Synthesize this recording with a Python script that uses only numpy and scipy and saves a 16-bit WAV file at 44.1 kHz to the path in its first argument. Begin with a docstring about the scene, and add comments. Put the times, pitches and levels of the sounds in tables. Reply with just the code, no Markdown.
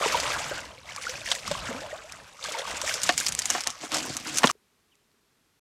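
"""On a river, beside two wooden canoes: a hooked fish thrashes at the surface. Its tail churns the water
into ringing bubbles and spray, and folds under pockets of air that gulp. Swung over the boats, it flaps,
flings drops that smack down nearby, and thuds into a hull, ringing the planks.
Then the sound cuts to a still river bank with one far bird chirp."""
import sys
import numpy as np
from scipy import signal
from scipy.fft import rfft, irfft
from scipy.io import wavfile

SR = 44100
rng = np.random.default_rng(int(sys.argv[2]) if len(sys.argv) > 2 else 0)


def dump_mix(stems):
    """Bounce the given channels to the path in sys.argv[1] as a 16-bit WAV at rate SR."""
    frames = np.atleast_2d(stems).T  # one column per channel
    limited = np.clip(frames, -1, 1)  # hard clip at full scale
    pcm = np.round(limited * 32767).astype(np.int16)
    wavfile.write(sys.argv[1], SR, pcm)


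N = 253530
T = np.arange(N) / SR
AIRBORNE_S, CUT_S, END_S = 3.0, 4.514, 5.595   # fish lifted out, cut to the bank, silence
LEAD_S = .03   # water starts to squeeze out this long before a smack


# Tail strokes breaking the surface: t/s, level/dB, length/s, brightness/dB, slop send/dB
TAIL_STROKES = [(.02, -32, 0.65, -2, -14.5), (0.555, -42, 0.1, -2.5, -9), (0.883, -48.5, 0.31, -0.5, -9.5),
                (1.04, -42.5, 0.13, 3, -17), (1.14, -45, 0.2, 0.5, -6.5), (1.273, -39, 0.18, 3, -18),
                (1.47, -39.5, 0.24, -1, -5), (1.661, -43, 0.3, -4, -8), (1.908, -51.5, 0.19, -4, -19),
                (2.103, -54, 0.19, -3.5, -4), (2.45, -40.5, 0.097, 1, -14.5), (2.53, -39.5, 0.18, -4, -30),
                (2.681, -38.5, 0.27, -2, -12.5), (2.864, -36, .22, 1, -19.5)]

def strokes(offsets_db, lingers=1):
    """Envelope of water thrown up by the tail: it opens fast and falls back slowly at first."""
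    return surges(TAIL_STROKES, offsets_db, lingers, rise_db_per_s=340, fall_shape=2.79)


# Wet flaps over the boats: t/s, level/dB, length/s, brightness/dB, hull rumble send/dB, slop send/dB (the water
# heaving as the canoes rock)
FISH_FLAPS = [(3.046, -37.5, 0.14, 3, -20, -12.5), (3.19, -38.5, 0.12, 7, -14.5, -17.5),
              (3.276, -44, 0.1, -1, -24, -5.5), (3.384, -43.5, 0.16, 0.5, -15, -11.5),
              (3.512, -35.5, .125, 1, -14, -27), (3.671, -38.5, 0.045, -1, -12.5, -15),
              (3.819, -43, 0.078, 0, -6.5, -28), (3.929, -32, .1, -1.5, -9.5, -27),
              (4.009, -41.5, 0.28, 1.5, -3, -15), (4.265, -39, 0.22, 2, -5, -27),
              (4.438, -32.5, 0.051, -3, -4.5, -20), (4.499, -32, 0.05, 1, -6.5, -25.5)]

def flaps(offsets_db, lingers=1):
    """Envelope of the fish flapping in the air: each flap holds its level, then stops short."""
    return surges(FISH_FLAPS, offsets_db, lingers, rise_db_per_s=621.5, fall_shape=4.1)


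def agitation_db(register, lingers=1):
    """Level of all the moving water; brightness dips a negative register and lifts a positive one."""
    thrown = strokes([register * row[3] for row in TAIL_STROKES], lingers)
    shaken = flaps([register * row[3] for row in FISH_FLAPS], lingers)
    rest = from_db(np.where(T < AIRBORNE_S, -57, -51))   # lapping, then dripping
    return 10 * np.log10(thrown ** 2 + shaken ** 2 + rest ** 2)


# Fader on the gurgle's and splash's ringing bubbles, low once the fish is out: t/s, level/dB
BUBBLE_FADER = [(.5, -8), (.8, 1.5), (2.3, -0.5), (2.75, -3.5), (3.3, -8), (3.9, -18)]
# EQ curves of big bubbles, small bubbles and falling drops: f/Hz, level/dB
GURGLE_EQ = [(280, -12.5), (400, -16), (550, 0), (750, -5.5), (1100, -1.5), (1500, -4.5), (2100, -20)]
SPLASH_EQ = [(1000, -20), (1500, -3), (2200, 6), (3300, 5), (4400, -11), (6000, -20.5)]
SPRAY_EQ = [(3300, -19.5), (4600, 0.5), (6000, 1.5), (7500, -0.5), (9000, -8.5), (12000, -15), (15500, -36)]

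def churn():
    """Broken water: big bubbles gurgle, small ones fizz, and falling drops patter on top."""
    gurgle_db = agitation_db(register=-1.2, lingers=1.038) - .74
    splash_db = agitation_db(register=0) + .35
    spray_db = agitation_db(register=.87) - .48
    bubbling = from_db(np.interp(T, *np.transpose(BUBBLE_FADER)))
    gurgle = from_db(-1) * patter(GURGLE_EQ, per_s=200, spread_db=3, smooth_db=-5.5, patchy_db=4.5)
    gurgle += bubbling * from_db(-4.5) * fizz(494, 1590, cycles=35, glide=.16, spread_db=9, count=800)
    splash = from_db(-2) * patter(SPLASH_EQ, per_s=220, spread_db=3.5, smooth_db=-.5, patchy_db=1.5)
    splash += bubbling * from_db(-1) * fizz(1494, 4260, cycles=33, glide=.09, spread_db=18.5, count=1100)
    spray = from_db(-.5) * patter(SPRAY_EQ, per_s=260, spread_db=-.5, smooth_db=-6, patchy_db=2.5)
    spray += from_db(-15.5) * fizz(4800, 9140, cycles=230, glide=.04, spread_db=20.5, count=1000)
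    # each larger drop ticks across the whole treble at once
    ticks = butter(grains(per_s=290, spread_db=2), [1500, 7500], "band")
    drops = from_db((splash_db + spray_db) / 2 - 6) * rms_one(butter(ticks, 7900, "low"))
    # spray comes in clumps that start at once and thin out
    onsets = abs(grains(per_s=110, spread_db=3))
    clumps = rms_one(signal.lfilter([1], [1, -np.exp(-1 / (.007 * SR))], onsets))
    top_end = from_db(splash_db) * splash + from_db(spray_db) * spray
    return from_db(gurgle_db) * gurgle + rms_one(1.8 + clumps) * top_end + drops


def flung_drops():
    """Each stroke or flap throws a drop that lands while it lasts; rows as in WET_SMACKS."""
    drops = []
    for s, db, length_s, *_ in TAIL_STROKES + FISH_FLAPS:
        lands_s = s + .84 * length_s * rng.random()
        energy_db = db + 22 + rng.normal(0, 6)
        hz = 5600 * 2 ** rng.uniform(-.3, .3)
        drops.append((lands_s, energy_db, hz, -1.5))
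    return drops


# Featured smacks of fish and flung water: t/s, energy/dB, centre f/Hz, spatter send/dB
WET_SMACKS = [(0.9629, -11.5, 5440, -6.5), (1.2884, -9.5, 3360, -9), (1.316, 4.5, 3300, 1),
              (1.478, -8.5, 5550, -8), (1.5147, -5.5, 3640, -4), (2.1223, -14.5, 5400, -6),
              (2.4406, -11.5, 4300, 2), (2.8157, -7, 6200, 0), (2.8944, -7.5, 2740, -1),
              (2.9399, -7, 5400, 5.5), (3.018, -7, 4900, -6.5), (3.0338, -0.5, 6950, 2),
              (3.0917, 4, 3100, -6), (3.1787, 3.5, 7050, -4), (3.202, -0.5, 7000, -5),
              (3.2649, -5, 5100, 8.5), (3.2843, -3, 7000, 2.5), (3.323, -4, 6860, -4),
              (3.3506, -2, 7700, -20), (3.3908, 2.5, 6800, -2), (3.4197, -8, 4670, 1),
              (3.4565, -1, 7220, -1.5), (3.5022, 1, 6170, 3.5), (3.607, -7, 4970, 0),
              (3.637, -15.5, 5300, 6), (3.6725, 4, 6400, -10), (3.9192, -6, 3450, -5),
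              (3.9444, 0, 5260, 1.5), (3.984, -12, 4930, 3), (4.1684, -3.5, 6400, -2.5),
              (4.358, -11, 5350, -1), (4.372, -5.5, 6290, 7), (4.3849, 4.5, 6600, -5),
              (4.457, -6.5, 6970, 4), (4.4722, 3.5, 3300, -2)]

def smacks():
    """A sharp crack, with water squeezed out just before it, then a rebound and spatter."""
    out = np.zeros(N)
    for s, db, hz, spatter_db in WET_SMACKS + flung_drops():
        shatter = unit_energy(burst(before_db=-30, decay_s=.001, spread_db=4))
        crack = wet_colour(signal.unit_impulse(SR // 8, int(LEAD_S * SR)) + .5 * shatter, hz)
        spatter = wet_colour(burst(before_db=-12, decay_s=.0055, spread_db=6), hz)
        add(out, s - LEAD_S, from_db(db) * (crack + from_db(spatter_db) * spatter))
        rebound_s = s + .0059 * rng.uniform(.8, 1.2)
        add(out, rebound_s - LEAD_S, from_db(db + spatter_db - 6.5) * wet_colour(shatter, hz))
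    return out


# Large air pockets: t/s, f/Hz, relative level/dB, t60/s, glide/(share of f per s)
AIR_POCKETS = [(.011, 564, -16, 0.014, 25), (.057, 900, -16.5, 0.028, 8), (.061, 465, -16.5, 0.03, -7),
               (.145, 940, -16.5, 0.063, 2.5), (0.513, 503, -19, 0.011, 14), (.889, 1970, -35, 0.053, 24),
               (.981, 1205, -26.5, 0.025, -10), (1.068, 1360, -20.5, 0.031, 11.5),
               (1.091, 489, -39.5, 0.24, 2.5), (1.477, 1170, -23, 0.016, 3), (1.513, 585, -20, 0.043, -1),
               (1.515, 177, -34, 0.087, -4.5), (1.551, 1100, -20.5, 0.013, -1),
               (1.691, 251, -31.5, 0.1, -2.5), (1.711, 498, -30, 0.067, 6.5),
               (1.744, 236.5, -38.5, 0.25, 5), (1.872, 575, -35.5, 0.066, -1.5),
               (1.928, 569, -30, 0.1, 9.5), (2.042, 584, -43, 0.14, 5.5), (2.486, 614, -29.5, 0.045, -1),
               (2.546, 910, -29.5, 0.091, 0.5), (2.595, 560, -26, 0.036, -4), (2.652, 1130, -22, 0.017, 2),
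               (2.837, 536, -31, 0.082, 19.5)]

def gulps():
    """The fish folds large pockets of air under the surface, and each rings with a bending pitch."""
    out = np.zeros(N)
    for s, hz, db, t60, glide in AIR_POCKETS:
        add(out, s, from_db(db + 4) * ping(hz, t60, glide, onset_s=.0011))
    return out


# Blows on the hull: t/s, relative level/dB, centre f/Hz, contact/s
HULL_BLOWS = [(2.733, -34, 190, .0066), (3.092, -11.5, 1010, 0.0053), (3.098, -20, 1460, 0.0038),
              (3.199, -35.5, 260, .004), (3.499, -22.5, 1410, .015), (3.549, -21, 905, .01),
              (3.667, -28.5, 1150, .0052), (3.834, -29, 404, .019), (4.077, -32, 240, 0.0063),
              (4.096, -26.5, 143, .0085), (4.433, -15.5, 1780, .003), (4.4402, -8, 857, .0045),
              (4.445, -10.5, 334, .003), (4.492, -25, 1497, 0.0036)]
# Resonances of the wooden hull: f/Hz, relative level/dB, t60/s
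HULL_MODES = [(145, -15.5, 0.17), (250, 0, 0.051), (313, -1.5, 0.1), (541.5, -5.5, .035), (720, 3, 0.072),
              (860, -17.5, 0.044), (1023, -4, .03), (1124, 1, .04), (1520, -11, .025), (1810, 7, 0.024),
              (2450, -6, 0.024), (2880, 2.5, 0.078)]

def hull():
    """Blows ring the planks, most of all near each blow's centre pitch; flaps make them rumble."""
    knocks = np.zeros(N)
    t = T[:SR // 5]
    for s, db, centre_hz, contact_s in HULL_BLOWS:
        push = np.exp(-t / contact_s) * rng.standard_normal(len(t))
        thud = unit_energy(butter(push, [centre_hz / 3, centre_hz * 2.7], "band"))
        add(knocks, s, from_db(db + 18.5) * thud)
        for k, (hz, mode_db, t60) in enumerate(HULL_MODES):
            reach_db = mode_db - 4 * np.log2(hz / centre_hz) ** 2 - 5.5 + rng.normal(0, 1.5)
            add(knocks, s, from_db(db + reach_db) * (-1) ** k * ping(hz, t60, 0, onset_s=contact_s / 4))
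    boom = 0
    for hz, mode_db, t60 in HULL_MODES:
        tilt_db = -7 * np.log2(hz / HULL_MODES[0][0])
        boom += from_db(mode_db + tilt_db) * ring(grains(per_s=260, spread_db=-2.5), hz, t60)
    rumble = flaps([row[4] for row in FISH_FLAPS]) * from_db(.5) * rms_one(boom)
    return butter(knocks + rumble, 115, "high", order=3)   # thin planks radiate little bass


# EQ curve of the water's low end: f/Hz, level/dB
SLOP_EQ = [(25, -13.5), (45, -2), (70, 0.5), (130, 0), (220, -4.5), (330, -9.5), (500, -24.5)]

def slop():
    """The low heave of the water, swelling with each stroke and as the canoes rock, and outlasting it."""
    low_end = patter(SLOP_EQ, per_s=60, spread_db=3, smooth_db=-1, patchy_db=2)
    pushed = strokes([row[4] for row in TAIL_STROKES], lingers=1.4)
    rocked = flaps([row[5] for row in FISH_FLAPS], lingers=1.4)
    lapping = from_db(-67)
    return np.sqrt(pushed ** 2 + rocked ** 2 + lapping ** 2) * low_end


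def bird():
    """One far, falling chirp and its echo off the trees."""
    pitch_hz = np.interp(T, [4.915, 4.955], [3400, 2200]) * (1 + .06 * drift(239))
    swell = np.interp(T, [4.912, 4.922, 4.96], [0, 1, 0])
    chirp = from_db(-62.5) * swell * np.sin(2 * np.pi * np.cumsum(pitch_hz) / SR)
    add(chirp, .07, from_db(-11) * chirp)
    return chirp


# EQ curve of the air over the river: f/Hz, level/dB
AIR_EQ = [(18, -41.5), (30, -5), (239, 0), (273, -3.5), (355, -3), (415, -1), (540, -8), (760, -10),
          (1100, -7), (3220, -11.5), (3580, -11), (13000, -18.5), (16000, -33.5)]

def bank():
    """A bed of still air with one soft plop and two faint wet ticks."""
    white = rfft(rng.standard_normal(N))
    hz = np.maximum(np.arange(len(white)) * SR / N, 1)
    out = from_db(-69.5) * rms_one(irfft(white * from_db(at_hz(AIR_EQ, hz)), N))
    add(out, 4.552, from_db(-46.5) * ping(425, t60=.039, glide=0, onset_s=.00079))
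    for s, db, tick_hz in [(4.954, -41, 6400), (5.115, -46, 4180)]:
        tick = wet_colour(burst(before_db=-20, decay_s=.0018, spread_db=5), tick_hz)
        add(out, s - LEAD_S, from_db(db) * tick)
    return out


def surges(rows, offsets_db, lingers, rise_db_per_s, fall_shape):
    """Joint envelope of movements: each swells, then is 20 dB down after `lingers` times its length."""
    t, power = T[::32], 1e-12
    for (s, db, length_s, *_), offset_db in zip(rows, offsets_db):
        swell_db = rise_db_per_s * np.minimum(t - s, 0)
        fall_db = 20 * (np.maximum(t - s, 0) / (length_s * lingers)) ** fall_shape
        power += from_db(db + offset_db + swell_db - fall_db) ** 2
    return np.interp(T, t, np.sqrt(power))


def patter(eq, per_s, spread_db, smooth_db, patchy_db):
    """Roughly third-octave bands, each rung by its own drops over a blur of finer ones; rms 1."""
    out, low, high = 0, eq[0][0], eq[-1][0]
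    edges = np.geomspace(low, high, int(3 * np.log2(high / low)) + 2)
    for a, b in zip(edges, edges[1:]):
        drive = grains(per_s, spread_db) + from_db(smooth_db) * rng.standard_normal(N)
        band_db = at_hz(eq, np.sqrt(a * b)) + patchy_db * drift(19)
        out += butter(drive, [a, b], "band") * from_db(band_db)
    return rms_one(out)


def fizz(low_hz, high_hz, cycles, glide, spread_db, count):
    """A swarm of ringing bubbles, each climbing in pitch as it nears the surface; rms 1."""
    out = np.zeros(N)
    for when, size, strength, life, climb in rng.random((count, 5)):
        hz = low_hz * (high_hz / low_hz) ** size
        t60 = cycles * (.5 + life) / hz
        bubble = ping(hz, t60, glide * climb / t60, onset_s=.5 / hz)
        add(out, when * T[-1], from_db(spread_db * strength ** 2) * bubble)
    return rms_one(out)


def ping(hz, t60, glide, onset_s):
    """A bubble or plank ringing out: a damped sine whose pitch moves by `glide` times hz per second."""
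    t = T[:int(t60 * SR)]
    envelope = (1 - np.exp(-t / onset_s)) * np.exp(-np.log(1000) * t / t60)
    return envelope * np.sin(2 * np.pi * hz * (t + glide * t * t / 2))


def burst(before_db, decay_s, spread_db):
    """A clump of tiny impacts: faint up to the moment of contact, then full and dying away."""
    t = T[:SR // 8] - LEAD_S
    impacts = rng.choice([-1, 1], len(t)) * from_db(spread_db * np.minimum(rng.exponential(1, len(t)), 3))
    return impacts * np.exp(-abs(t) / decay_s) * from_db(before_db * (t < 0))


def wet_colour(hit, hz):
    """An impact rings the small pocket of air it traps, over a broader splat; energy 1."""
    pocket = unit_energy(butter(hit, [hz / 1.127, hz * 1.125], "band", order=1))
    splat = unit_energy(butter(hit, [hz / 5, hz * 2.2], "band"))
    return unit_energy(butter(pocket + from_db(-2.5) * splat, 9800, "low", order=3))


def grains(per_s, spread_db):
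    """Random clicks of uneven size; rms 1."""
    sizes = from_db(spread_db * np.minimum(rng.exponential(1, N), 4))
    return rms_one((rng.random(N) < per_s / SR) * sizes * rng.choice([-1, 1], N))


def ring(clicks, hz, t60):
    """A resonator: each click sets a sine ringing."""
    r, w = np.exp(-np.log(1000) / (t60 * SR)), 2 * np.pi * hz / SR
    return signal.lfilter([0, np.sin(w)], [1, -2 * r * np.cos(w), r * r], clicks + 1e-18)


def drift(rate_hz):
    """A smooth random wobble; rms 1."""
    r = np.exp(-80 * np.pi * rate_hz / SR)
    slow = signal.lfilter([1], [1, -2 * r, r * r], rng.standard_normal(N // 40 + 2002))[2000:]
    return np.interp(np.arange(N) / 40, np.arange(len(slow)), rms_one(slow))


def butter(x, hz, kind, order=2):
    """A causal Butterworth filter."""
    sections = signal.butter(order, np.clip(hz, 10, .47 * SR), kind, fs=SR, output="sos")
    return signal.sosfilt(sections, x + 1e-18)


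def at_hz(eq, hz):
    """An EQ curve read on a log-frequency axis."""
    points_hz, points_db = np.transpose(eq)
    return np.interp(np.log(hz), np.log(points_hz), points_db)


def add(out, s, sound):
    """Mix a sound in at s seconds."""
    at = int(np.clip(round(s * SR), 0, N - 1))
    out[at:at + len(sound)] += sound[:N - at]


def from_db(db):
    return 10 ** (np.asarray(db) / 20)


def rms_one(x):
    return x / np.sqrt(np.mean(x ** 2) + 1e-20)


def unit_energy(x):
    return x / np.sqrt(np.sum(x ** 2) + 1e-20)


def scene():
    """The fight with the fish, cut hard to leave the quiet bank that lies under it; mono."""
    fight = churn() + slop() + gulps() + smacks() + hull()
    ambience = bank() + bird()
    return (fight * (T < CUT_S) + ambience * (T < END_S))[None]


def record(dry):
    """Soft clipping rounds the peaks, and a steep low-pass cuts the top at 16 kHz."""
    return signal.sosfilt(signal.ellip(10, .1, 80, 16000, fs=SR, output="sos"), np.tanh(dry))


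dry = scene()
out = record(dry)
dump_mix(out)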